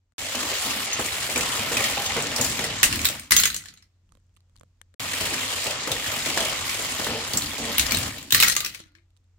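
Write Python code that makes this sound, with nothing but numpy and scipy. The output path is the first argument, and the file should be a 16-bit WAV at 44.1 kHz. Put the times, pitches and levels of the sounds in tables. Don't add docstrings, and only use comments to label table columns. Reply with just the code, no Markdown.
import sys
import numpy as np
from scipy import signal
from scipy.io import wavfile

SR = 44100
rng = np.random.default_rng(int(sys.argv[2]) if len(sys.argv) > 2 else 0)


def pcm_store(signal):
    levels = np.round(np.clip(np.atleast_2d(signal), -1, 1) * 32767)
    wavfile.write(sys.argv[1], SR, levels.astype(np.int16).T)


def boost(x):
    u = np.asarray(x, float) / 20
    return 10 ** u


N = 413658
T = np.arange(N) / SR
BAND_EDGES_HZ = 30 * 2 ** np.arange(0, 9.2, .5)
BOTH, OPPOSED = np.array([[1.], [1.]]), np.array([[1], [-1]])

# frequency in Hz, density in dB per Hz.
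HISS = [(76, -31), (130, -0.5), (315, -7), (613, -13), (3000, -18), (5000, -19), (7600, -17.5),
        (16000, -40)]
# frequency in Hz, likeness from 0 to 1.
LIKENESS = [(60, 0.52), (180, 0.54), (550, 0.43), (1650, 0.22), (4970, 0.14)]
# time in seconds, sway in dB.
GRIPS = [
    (4.14, -58),
    (4.355, -69),
    (4.6, -58.5),
    (4.82, -77),
]
# start in seconds, peak in dB, ring in Hz, pan in dB.
TICKS = [(0.122, -53, 640, 22), (4.092, -59, 3000, -1.5), (4.1215, -47, 1236, -13.5),
         (4.152, -47.5, 517, -8.5), (4.172, -53, 492, -12), (4.365, -54, 3000, -7),
         (4.3698, -45.5, 1190, -7), (4.4965, -57.5, 514, -5.5), (4.558, -51.5, 1110, -9),
         (4.564, -48.5, 4210, 13), (4.575, -53, 4150, 6), (4.597, -50, 6300, 11), (4.611, -37.5, 520, 0),
         (4.6335, -42, 600, -7.5), (4.8147, -34.5, 1700, 19.5), (8.76, -48, 330, 6),
         (8.801, -34, 423, -0.5), (8.86, -50.5, 330, 0), (8.92, -60, 320, 4), (8.975, -52, 334, 1),
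         (9.1047, -60, 3600, -2), (9.166, -55, 3160, -3.5), (9.173, -55.5, 3730, -13.5),
         (9.2423, -63, 3530, 6),
         (4.941, -48.5, 520, 13.5), (4.1, -67.5, 3000, -0.5), (4.2, -63, 1700, 1),
               (4.267, -69, 6000, 0), (4.294, -65, 3000, 0.5), (4.342, -65, 5970, 2),
               (4.352, -63, 7500, -0.5), (4.375, -56, 3480, 2), (4.405, -58, 4000, 3),
               (4.585, -53.5, 3480, 8.5), (4.68, -70, 2490, 0), (4.773, -69.5, 3500, 1)]
# time in seconds, wheel speed as rattle in dB,
# weight bearing on the tower in dB.
RUNS = [
    [(.2, -35, -48), (.45, -30, -52), (1.2, -31, -46), (1.9, -28, -42.5), (2.25, -30.5, -38),
     (2.75, -33, -47), (2.95, -32, -31.5), (3.13, -34.5, -41), (3.3, -56, -58)],
    [(5.01, -33, -41.5), (5.25, -30, -46), (5.85, -32.5, -46.5), (6.4, -29.5, -40.5), (6.9, -31, -43),
     (7.5, -35, -48), (7.8, -31, -38.5), (8.06, -33, -39.5), (8.3, -51, -73)],
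]
# frequency in Hz, density in dB per Hz.
ROLLING = [(30, -6.5), (103, -1.5), (266, 2), (328, -3.5), (721, 1.5), (2170, -12), (7470, -8),
           (16000, -13)]
# frequency in Hz, width in Hz, level in dB.
CHASSIS = [(2274, 88, -6.5), (2970, 830, -5.5), (4100, 8400, -10.5)]
# frequency in Hz, width in Hz, level in dB.
DECK_PANELS = [(455, 230, -4), (600, 230, -1), (790, 49, -2)]
# frequency in Hz, width in Hz, level in dB.
DECK_SPANS = [(248, 71, 7.5), (277, 22, -1.5)]
# frequency in Hz, width in Hz, level in dB.
TOWER = [(58, 35, 3.5), (88, 36, 9.5), (124, 40, -9.5)]
# start in seconds, length in seconds, treble loss in dB.
SHADES = [(.87, 0.053, 13), (.95, 0.037, 10), (2.08, .27, 5.5), (2.68, .14, 11), (5.03, .1, 1),
          (5.73, 0.13, 10), (5.98, 0.071, 2), (6.5, .14, 4.5), (7.11, 0.16, 4.5), (7.62, .15, 6)]
# start in seconds, deck knock peak in dB, deck pitch in Hz, sag of the span in dB.
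JOINTS = [(0.348, -21, 262, -43), (0.434, -29, 266, -44.5), (0.652, -24.5, 269, -43),
          (0.762, -27, 260, -48), (0.992, -21, 480, -41), (1.291, -22.5, 566, -38.5),
          (1.357, -20, 490, -37.5), (1.59, -28, 255, -39), (1.673, -26, 646, -38), (1.714, -21, 460, -48),
          (1.79, -22, 546, -45), (1.97, -20, 790, -54.5), (2.162, -17.5, 455, -40), (2.397, -20, 252, -34),
          (2.447, -30, 230, -41), (2.589, -20.5, 460, -38), (5.206, -23.5, 405, -39), (5.32, -25, 260, -46),
          (5.661, -18.5, 590, -41), (5.873, -18.5, 490, -39), (6.262, -23.5, 300, -42),
          (6.372, -14.5, 640, -44), (6.797, -28.5, 450, -55), (6.993, -24, 560, -42),
          (7.067, -18, 487, -37), (7.099, -33, 554, -52), (7.34, -24, 242, -33.5), (7.59, -29, 512, -38),
          (7.917, -25, 235, -30.5)]
# start in seconds, peak in dB, ring in Hz.
NUDGES = [(0.352, -17, 3030), (0.4059, -21, 4300), (0.497, -23, 2150), (0.5385, -23, 7050),
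          (0.649, -20, 3870), (0.6653, -27, 7110), (0.7077, -17.5, 2800), (0.9317, -21, 6430),
          (1.011, -21, 3210), (1.0598, -18, 8100), (1.1254, -33, 2900), (1.2973, -21, 2360),
          (1.3585, -11.5, 2500), (1.376, -13.5, 7400), (1.4085, -15.5, 2620), (1.519, -23, 2040),
          (1.5645, -23, 7350), (1.6899, -27, 2290), (1.7163, -25, 2780), (1.7688, -12, 2570),
          (1.795, -22, 2100), (1.8396, -12, 2230), (2.061, -15.5, 3680), (2.1663, -19.5, 2090),
          (2.201, -24, 2060), (2.222, -19, 8000), (2.25, -35, 3150), (2.3616, -14.5, 5500),
          (2.4117, -11, 7300), (2.4447, -15, 7100), (2.449, -19, 5030), (2.497, -18.5, 7700),
          (2.5909, -16.5, 2300), (2.6402, -16, 2060), (5.2093, -18, 2970), (5.2533, -16, 3750),
          (5.3382, -18.5, 2050), (5.6413, -24, 7940), (5.667, -17, 2800), (5.7079, -17.5, 3090),
          (5.873, -25, 2100), (5.916, -14.5, 3680), (6.042, -21, 2310), (6.2591, -18, 2370),
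          (6.3, -19, 2860), (6.3744, -17, 3450), (6.404, -14.5, 3320), (6.3743, -14.5, 1710),
          (6.449, -17, 3260), (6.4958, -19, 3120), (6.546, -31, 3140), (6.693, -19, 2300),
          (6.7434, -23, 6470), (6.8217, -23, 7350), (7.334, -13.5, 4640), (7.3716, -10.5, 7600),
          (7.4197, -19, 4230), (7.0432, -16.5, 3830), (7.4588, -20.5, 4940), (7.6526, -22, 3590)]
# frequency in Hz, level in dB, t60 in seconds.
CAR_BODY = [(1308, -3, 0.054), (2000, -3.5, 0.13), (3000, -20, 0.082), (4150, -3, 0.042),
            (6430, -6.5, 0.061), (7500, -6.5, 0.0034)]
# start in seconds, peak in dB, frequency in Hz, t60 in seconds.
PINGS = [(.93, -20, 6430, 0.09), (1.769, -16.5, 2510, 0.056), (3.374, -13, 6430, 0.14),
         (3.437, -34, 2870, 0.088), (3.448, -27, 2000, 0.13), (3.563, -34, 6300, 0.11),
         (3.658, -47, 3100, 0.16), (3.686, -57, 4610, 0.096), (8.5, -29, 6300, 0.067),
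         (8.447, -18.5, 1910, 0.16), (8.495, -24, 1890, .12), (8.567, -29.5, 1200, 0.11),
         (8.63, -36, 1197, 0.12), (8.662, -43, 6450, 0.13), (2.062, -27, 6430, .12),
         (7.722, -31, 11650, 0.083), (6.578, -32, 3870, .1)]
# start in seconds, length in seconds, level in dB.
CROSSINGS = [(1.72, 0.062, -36.5), (2.17, 0.16, -43), (2.4, 0.11, -48), (2.59, 0.043, -44),
             (7.061, 0.1355, -38.5), (7.58, 0.1, -36), (7.9, 0.092, -56)]
# frequency in Hz, width in Hz, level in dB.
LOOSE_SPAN = [(233.2, 6.9, -4.5), (455, 15, -4), (590, 30, -5.5), (690, 17, -19)]
# start in seconds, peak in dB, ring in Hz,
# treble over peak in dB, pan in dB.
CRASHES_1 = [(2.8305, 2.5, 1950, -11, -1.5), (2.8384, -1, 2760, -31.5, 3), (2.9262, -14, 2800, -23, 3),
             (2.9572, -17, 2030, -10, -0.5), (2.9921, -19, 2380, -16, 2.5), (3.0155, -20, 6600, -12.5, -4),
             (3.0464, -13.5, 7500, -13.5, -2), (3.0535, -4.5, 3840, -6, -0.5),
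             (3.0654, -18.5, 3630, -10, 5), (3.0874, -12.5, 7650, -18, 3), (3.1954, -25, 2370, -11, 2)]
# start in seconds, peak in dB, ring in Hz,
# treble over peak in dB, pan in dB.
LANDINGS_1 = [(3.308, -5, 2160, -4, 2), (3.3191, 1, 2020, -33, 4.5), (3.326, -9, 1940, -38, 8),
              (3.365, -1.5, 6550, -9, -4), (3.3988, -6, 7550, -4, 1), (3.386, -11.5, 6500, -20, 3),
              (3.455, -6.5, 6500, -12.5, 1), (3.474, -18, 4000, -6, -2), (3.4349, -7.5, 3330, -46, 4.5),
              (3.5013, -17.5, 4080, -24, 0), (3.544, -16.5, 7100, -11, 3), (3.564, -14.5, 6330, -16, -0.5),
              (3.638, -35, 1500, -15, 0), (3.6567, -29.5, 1770, -16, 2), (3.684, -35, 4610, -20, -6),
              (3.738, -42, 6600, 0, -1), (3.7735, -40, 4060, -25, 3), (3.781, -47, 2200, -19, 1),
              (3.804, -56, 2670, -26, 4), (3.824, -43.5, 5300, -5, 0)]
# start in seconds, peak in dB, ring in Hz,
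# treble over peak in dB, pan in dB.
CRASHES_2 = [(7.7815, -5.5, 2920, -3.5, 0), (7.795, -5, 4030, -37, 4), (7.8652, -19, 4840, -31, 13),
             (7.909, -15.5, 4500, -13.5, 5), (7.9197, -10.5, 2410, -9, 3), (7.9458, -11.5, 3900, -14, 6),
             (7.9703, -12, 3660, -13, -3), (7.986, -18, 2500, -9, 7), (8.005, -28.5, 3500, -7, 0),
             (8.0294, -20.5, 5130, -16, 11), (8.1823, -27, 3830, -10, 4), (8.227, -32.5, 2300, -7.5, 10)]
# start in seconds, peak in dB, ring in Hz,
# treble over peak in dB, pan in dB.
LANDINGS_2 = [(8.306, -17, 3530, -11, 7), (8.323, -3.5, 3800, -7, 1), (8.346, 1, 2000, -10.5, -1.5),
              (8.401, -2.5, 3770, -6.5, 1), (8.4085, -6, 8200, -34, -3), (8.4251, -0.5, 2560, -9.5, 0),
              (8.428, -12, 4160, -7.5, -2), (8.433, -2, 1600, -10, 0), (8.445, -12, 1910, -18.5, 3),
              (8.4819, -7, 6355, -7, 4), (8.4976, -10.5, 6360, -17, 6), (8.5515, -18, 1850, -9, 3),
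              (8.5644, -7, 6400, -12, -1), (8.6045, -11, 3570, -9, 0.5), (8.6474, -14.5, 5340, -11, 3.5),
              (8.661, -15.5, 2720, -12, 3), (8.743, -40, 2000, -15, 7), (8.7468, -25.5, 2340, -16, 5),
              (8.754, -38, 4510, -13, 3), (8.8026, -40, 5957, -9, 3), (8.8374, -46, 1940, -23, 6),
              (8.951, -45, 2345, -10.5, 7.5), (8.984, -54.5, 2290, -20, 5)]
# start in seconds, peak in dB,
# frequency in Hz, t60 in seconds.
THUMPS = [(2.83, -25, 55, 0.27), (2.95, -24.5, 83, 0.27), (3.312, -32.5, 55.3, 0.48),
          (7.786, -21, 69.6, .25), (7.841, -26, 50.5, 0.21), (8.325, -24, 109, 0.19),
          (8.42, -33.5, 55, 0.25), (8.79, -45.5, 320, 0.21), (8.9, -61, 310, 0.4),
          (8.959, -58.5, 328, 0.25), (8.86, -67, 1420, 0.38)]
# start in seconds, clatter in dB, busy time in seconds,
# floor thud in dB.
HEAP = [
    (3.31, -23.5, 0.069, -36.5),
    (8.324, -23.5, 0.17, -35.5),
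]
# frequency in Hz, density in dB per Hz.
CLATTER = [(300, -15.5), (762, -9.5), (1210, -20), (1690, -2), (2320, 0), (5900, -3), (6410, -11.5),
           (16000, -10.5)]
# start in seconds, end in seconds, gain in dB.
SHOTS = [
    (0, 0.137, -6),
    (.181, 4.948, 1),
    (4.996, 9.5, 1),
]


def rms_one(x):
    return x / np.sqrt(np.mean(x ** 2) + 1e-20)


def at_hz(points, hz):
    points_hz, values = np.array(points).T
    return np.interp(np.log(hz), np.log(points_hz), values)


def band(x, low_hz, high_hz):
    sos = signal.butter(2, [low_hz, min(high_hz, .45 * SR)], "band", fs=SR, output="sos")
    return signal.sosfilt(sos, x)


def resonate(x, hz, width_hz):
    r = np.exp(-np.pi * width_hz / SR)
    return signal.lfilter([(1 - r * r) / 2, 0, (r * r - 1) / 2], [1, -2 * r * np.cos(2 * np.pi * hz / SR), r * r], x)


def drift(rate):
    r = np.exp(-80 * np.pi * rate / SR)
    slow = signal.lfilter([1], [1, -2 * r, r * r], rng.standard_normal(N // 40 + 2002))[2000:]
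    return np.interp(np.arange(N) / 40, np.arange(len(slow)), rms_one(slow))


def dying(kicks, die_s):
    return signal.lfilter([1], [1, -np.exp(-1 / (die_s * SR))], kicks)


def contacts(per_s, spread_db, die_s, bed):
    sizes = boost(2 * spread_db * np.minimum(rng.exponential(1, N), 4))
    power = dying(sizes * (rng.random(N) < per_s / SR), die_s)
    return np.sqrt(bed + power / power.mean())


def coloured(spectrum, patchy_db, loudness):
    white = rng.standard_normal((2, 2, N)) * loudness
    out = []
    for k, (low, high) in enumerate(zip(BAND_EDGES_HZ, BAND_EDGES_HZ[1:])):
        mid, side = band(white[k % 2], low, high)
        hz = np.sqrt(low * high)
        alike = np.clip(at_hz(LIKENESS, hz) * 2.4 - .3, 0, 1)
        gain = boost(at_hz(spectrum, hz) + patchy_db * drift(8.0))
        out.append(gain * (np.sqrt(1 + alike) * mid + np.sqrt(1 - alike) * side * OPPOSED))
    return np.array(out)


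def panned(pan_db):
    return boost(np.clip(pan_db, -16, 16) * .5 * OPPOSED)


def add(out, sound, s):
    i = round(s * SR)
    out[:, i:i + sound.shape[1]] += sound[:, :N - i]


def background():
    hum_hz, hum_db, hiss_db = 89, -61, -77
    hum_level = boost(hum_db + 1.5 * drift(5))
    hum = hum_level * np.sin(2 * np.pi * np.cumsum(hum_hz + 0.5 * drift(9)) / SR)
    bands = coloured(HISS, 0.74, 1)
    hiss = rms_one(bands[5:].sum(0))
    hiss = hiss + boost(6.5) * rms_one(bands[:2].sum(0)) + boost(3.5) * rms_one(bands[3])
    hiss = boost(hiss_db) * hiss
    hiss = hiss - 0.9 * resonate(hiss, 10000, 3200)
    sway_db = np.max([db - 133 * np.abs(T - s) for s, db in GRIPS], axis=0)
    creak_db = sway_db - 7
    sway_db = np.maximum(sway_db, -82)
    white = rng.standard_normal((2, N))
    grip = boost(sway_db) * rms_one(band(white[0], 27, 60)) + boost(creak_db) * rms_one(band(white[1], 90, 194))
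    skin = contacts(600., 2.7, .002, bed=.2) * band(rng.standard_normal((2, N)), 4500, 8500)
    return hum + hiss + grip + boost(creak_db - 7.5) * skin


def ticks():
    out, t = np.zeros((2, N)), T[:2500]
    for s, db, hz, pan_db in TICKS:
        fade = np.exp(-t / 0.0012) + 0.02 * np.exp(-t / 0.012)
        mid, side = rng.standard_normal((2, 2500)) * fade
        mid[3] += 5.0
        push = mid + 1.4 * side * OPPOSED
        click = .6 * band(push, 900, 3600) + .5 * band(push, 2600, 5600) + band(push, 5200, 8800)
        click = click + .08 * band(push, 9000, 13000) + .7 * resonate(push, 3050, 500)
        click = click * np.clip(hz / 1700, .5, 1)
        housing = 4.7 * resonate(push, 510, 140) + 2.1 * resonate(push, 1040, 300) + 6.3 * band(push, 100, 290)
        tick = click + 2.7 * resonate(push, hz, hz / 5.0) + housing * np.clip(600 / hz, 0, 1) ** 2
        add(out, boost(db) * panned(pan_db) * tick / np.abs(tick.mean(0)).max(), s)
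    return out


def run_curves(lead_s=.03):
    out = np.full((2, N), -130.)
    for rows in RUNS:
        s, *columns = np.transpose(rows)
        on = (T >= s[0] - lead_s) & (T <= s[-1] + .012)
        out[:, on] = [np.interp(T[on], s, c) for c in columns]
    return out


def after(s, db, die_s):
    kicks = np.zeros(N)
    np.add.at(kicks, (s * SR).astype(int), boost(2 * db))
    return dying(kicks, die_s)


def plus(db, power):
    return 10 * np.log10(boost(2 * db) + power)


def shaking():
    speed_db, weight_db = run_curves()
    s, db, hz = np.transpose(NUDGES)
    tilt_db = 8 * np.log2(hz / 5000)
    rattle_db = plus(speed_db, after(s, db - 29 - tilt_db, 0.039))
    fizz_db = plus(speed_db - 7, after(s, db - 29 + tilt_db, 0.039))
    s, db, _, sag_db = np.transpose(JOINTS)
    deck_db = plus(speed_db - 12, after(s, db - 16.5, 0.04))
    boom_db = plus(weight_db - 0.5, after(s, sag_db, .09))
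    tower_db = plus(weight_db, after(s, sag_db + 0.5, 0.078))
    return rattle_db, fizz_db, deck_db, boom_db, tower_db


def ringing(shaken, modes, direct, lift_db, wander_db, rate):
    rings = sum(boost(db + lift_db + wander_db * drift(rate)) * resonate(shaken, hz, w) for hz, w, db in modes)
    return rms_one(direct * shaken + rings)


def axle_knocks(per_s, cycles):
    sizes = boost(3 * np.minimum(rng.exponential(1, N), 2)) * (rng.random(N) < per_s / SR)
    part = rng.integers(0, 16, N)
    knocks = sizes * (rng.standard_normal((2, N)) + rng.standard_normal(N))
    out = 0
    for k, hz in enumerate(np.geomspace(1800, 4400, 16)):
        ring = resonate(knocks * (part == k) + 1e-18, hz, hz / cycles)
        out = out + boost(2.5 * drift(4)) * 1500 / hz * ring
    return rms_one(out)


def shade():
    loss_db = 0
    for s, length, db in SHADES:
        sets_in = np.clip((T - s) / 0.015 + 1, 0, 1)
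        lifts = np.clip((s + length - T) / 0.013 + 1, 0, 1)
        loss_db = loss_db + db * sets_in * lifts
    return loss_db


def rolling():
    rattle_db, fizz_db, deck_db, boom_db, tower_db = shaking()
    bands = coloured(ROLLING, 1.5, contacts(900., 3.0, 0.0025, bed=0.4))
    bodies = ringing(bands[10:15].sum(0), CHASSIS, 0.97, 8.2, 0.46, 1.0)
    rattle = bodies + .75 * axle_knocks(2200, 13)
    loss_db = shade()
    treble = bands[15] + boost(-loss_db / 2) * bands[16] + boost(-loss_db) * bands[17:].sum(0)
    fizz = ringing(treble, [(7300, 1600, 0.012)], 0.47, -3.5, 1.7, 7.8)
    decks = ringing(bands[7:10].sum(0), DECK_PANELS, 0.98, 2.3, 4.1, 23.0)
    boom = ringing(bands[5:7].sum(0), DECK_SPANS, 0.64, 3.6, 0.88, 10)
    tower = ringing(bands[:5].sum(0), TOWER, 0.91, 2, 0.98, 6.1)
    cars = boost(rattle_db - 1.21) * rattle + boost(fizz_db + 4.0) * fizz
    ramps = boost(deck_db + 1.1) * decks + boost(boom_db - 4.5) * boom
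    return cars + ramps + boost(tower_db - 3.5) * tower


def joints():
    out, t = np.zeros((2, N)), T[:8000]
    for s, db, hz, _ in JOINTS:
        push = rng.standard_normal(8000) * (np.exp(-t / 0.003) + 0.75 * np.exp(-t / 0.071))
        knock = resonate(push, hz, 54) + 0.12 * resonate(push, 0.87 * hz, 46) + 0.11 * resonate(push, 256, 25)
        knock = knock + 0.22 * band(push, 150, 2000)
        add(out, boost(db - 0.5) * knock / np.abs(knock).max() * BOTH, s)
    return out


def blows(events, crack_s, rise_s, ring_db, width_hz, car_db, snap, thin):
    out, t = np.zeros((2, N)), T[:5000]
    rise = 1 - np.exp(-t / rise_s)
    fade = np.exp(-t / crack_s) + 0.13 * np.exp(-t / (6 * crack_s))
    for s, db, hz, treble_db, pan_db in events:
        mid, side = rng.standard_normal((2, 5000)) * fade * rise
        mid[6] += snap
        push = mid + 0.84 * side * OPPOSED
        crack = band(band(push, max(1100, thin * hz), 9200), max(1200, thin * hz), 17000)
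        crack = crack + boost(treble_db + 8) * band(push, 8000, 16500) * panned(3.0)
        blow = crack + boost(ring_db) * resonate(push, hz, width_hz) + 0.3 * band(mid, 250, 650)
        luck = rng.standard_normal((len(CAR_BODY), 2))
        for (f, d, t60), (g, e) in zip(CAR_BODY, luck):
            blow = blow + boost(d + car_db + 5 * g) * resonate(push, f * (1 + .09 * e), 4.4 / t60)
        blow = band(blow, 100, 20000 * min(1, boost(db / 2 + 12.5)))
        add(out, boost(db) * panned(pan_db) * blow / np.abs(blow.mean(0)).max(), s)
    return out


def nudges():
    events = [(s, db, hz, -16 + 3.0 * np.log2(hz / 4000), 1.2) for s, db, hz in NUDGES]
    return blows(events, crack_s=0.004, rise_s=0.0007, ring_db=9, width_hz=260, car_db=-1, snap=2, thin=.6)


def pings():
    out, t = np.zeros((2, N)), T[:9000]
    for s, db, hz, t60 in PINGS:
        add(out, boost(db - 60 * t / t60) * np.sin(2 * np.pi * hz * t) * BOTH, s)
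    return out


def crossings():
    on = 0
    for s, length, db in CROSSINGS:
        leaves = boost(-400 * np.maximum(0, T - s - length))
        on = on + boost(db) * np.clip((T - s) / 0.0054, 0, 1) * leaves
    rough = on * rng.standard_normal(N)
    return sum(boost(db) * resonate(rough, hz, w) * np.sqrt(SR / (np.pi * w)) for hz, w, db in LOOSE_SPAN)


def crashes_and_landings():
    events = CRASHES_1 + LANDINGS_1 + CRASHES_2 + LANDINGS_2
    return blows(events, crack_s=.003, rise_s=.0003, ring_db=8, width_hz=300, car_db=3, snap=1.5, thin=0)


def thumps():
    out, t = np.zeros((2, N)), T[:20000]
    for s, db, hz, t60 in THUMPS:
        slow = signal.lfilter([.004], [1, -.996], rng.standard_normal(len(t)))
        swing = np.sin(2 * np.pi * hz * t + .05 * np.cumsum(slow))
        add(out, boost(db - 60 * t / t60) * (1 - np.exp(-t / 0.02)) * swing * BOTH, s)
    return out


def settling():
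    fall_db_per_s, still_db, stop_db_per_s, thud_db_per_s = 82.5, -49.5, 60, 46
    clatter_db, thud_db = np.full((2, N), -130.)
    for s, db, busy_s, floor_db in HEAP:
        on = T >= s
        t = T[on] - s
        falling = db - fall_db_per_s * np.maximum(0, t - busy_s)
        falling += np.minimum(0, falling - still_db) * stop_db_per_s / fall_db_per_s
        clatter_db[on] = falling
        thud_db[on] = floor_db - thud_db_per_s * t
    return clatter_db, thud_db


def heap():
    clatter_db, thud_db = settling()
    clatter = coloured(CLATTER, 2.5, contacts(450., 2.8, .003, bed=.3))[7:].sum(0)
    rings = sum(boost(d + 5.5 + 5 * drift(22)) * resonate(clatter, f, 8.7 / t60) for f, d, t60 in CAR_BODY)
    clatter = clatter + rings
    near = band(clatter, 250, 5300)
    clatter = near + boost(np.minimum(0, (clatter_db + 41.5) / 2)) * (clatter - near)
    thud = rms_one(band(band(rng.standard_normal(N), 28, 220), 31, 370))
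    quieting_db = np.minimum(0, (clatter_db + 34) * 0.33)
    return boost(clatter_db - 3.5) * panned(1.5) * rms_one(clatter) + boost(thud_db + quieting_db) * thud


def room(x, t60_s=0.17):
    t = T[:SR // 2]
    scatter = rng.standard_normal((2, len(t))) * np.clip((t - .003) / 0.0024, 0, 1)
    tail = scatter * boost(-60 * t / t60_s)
    tail = tail / np.sqrt((tail ** 2).sum(1, keepdims=True))
    return signal.fftconvolve(x, tail, axes=1)[:, :N]


def scene():
    hits = nudges() + pings() + crashes_and_landings()
    ramps = panned(0.44) * rolling() + joints() + crossings()
    toys = ramps + thumps() + hits + boost(-5.5) * room(hits) + heap()
    toys[1] = np.roll(toys[1], 3)
    return toys + ticks() + background()


def top_cut(x):
    return signal.sosfilt(signal.butter(12, 16960, fs=SR, output="sos"), x)


def record(dry):
    gate = 0
    for start, end, db in SHOTS:
        gate = gate + boost(db) * np.clip((T - start) / 0.00089, 0, 1) * np.clip((end - T) / 0.001, 0, 1)
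    rounded = .95 * np.tanh(dry * gate / 1.04)
    below = signal.sosfiltfilt(signal.cheby2(16, 30, 16050, fs=SR, output="sos"), rounded)
    top = signal.sosfilt(signal.cheby2(12, 50, 17000, fs=SR, output="sos"), rounded - below)
    shelved = below + boost(-39) * top
    return top_cut(shelved)


dry = scene()
out = record(dry)
pcm_store(out)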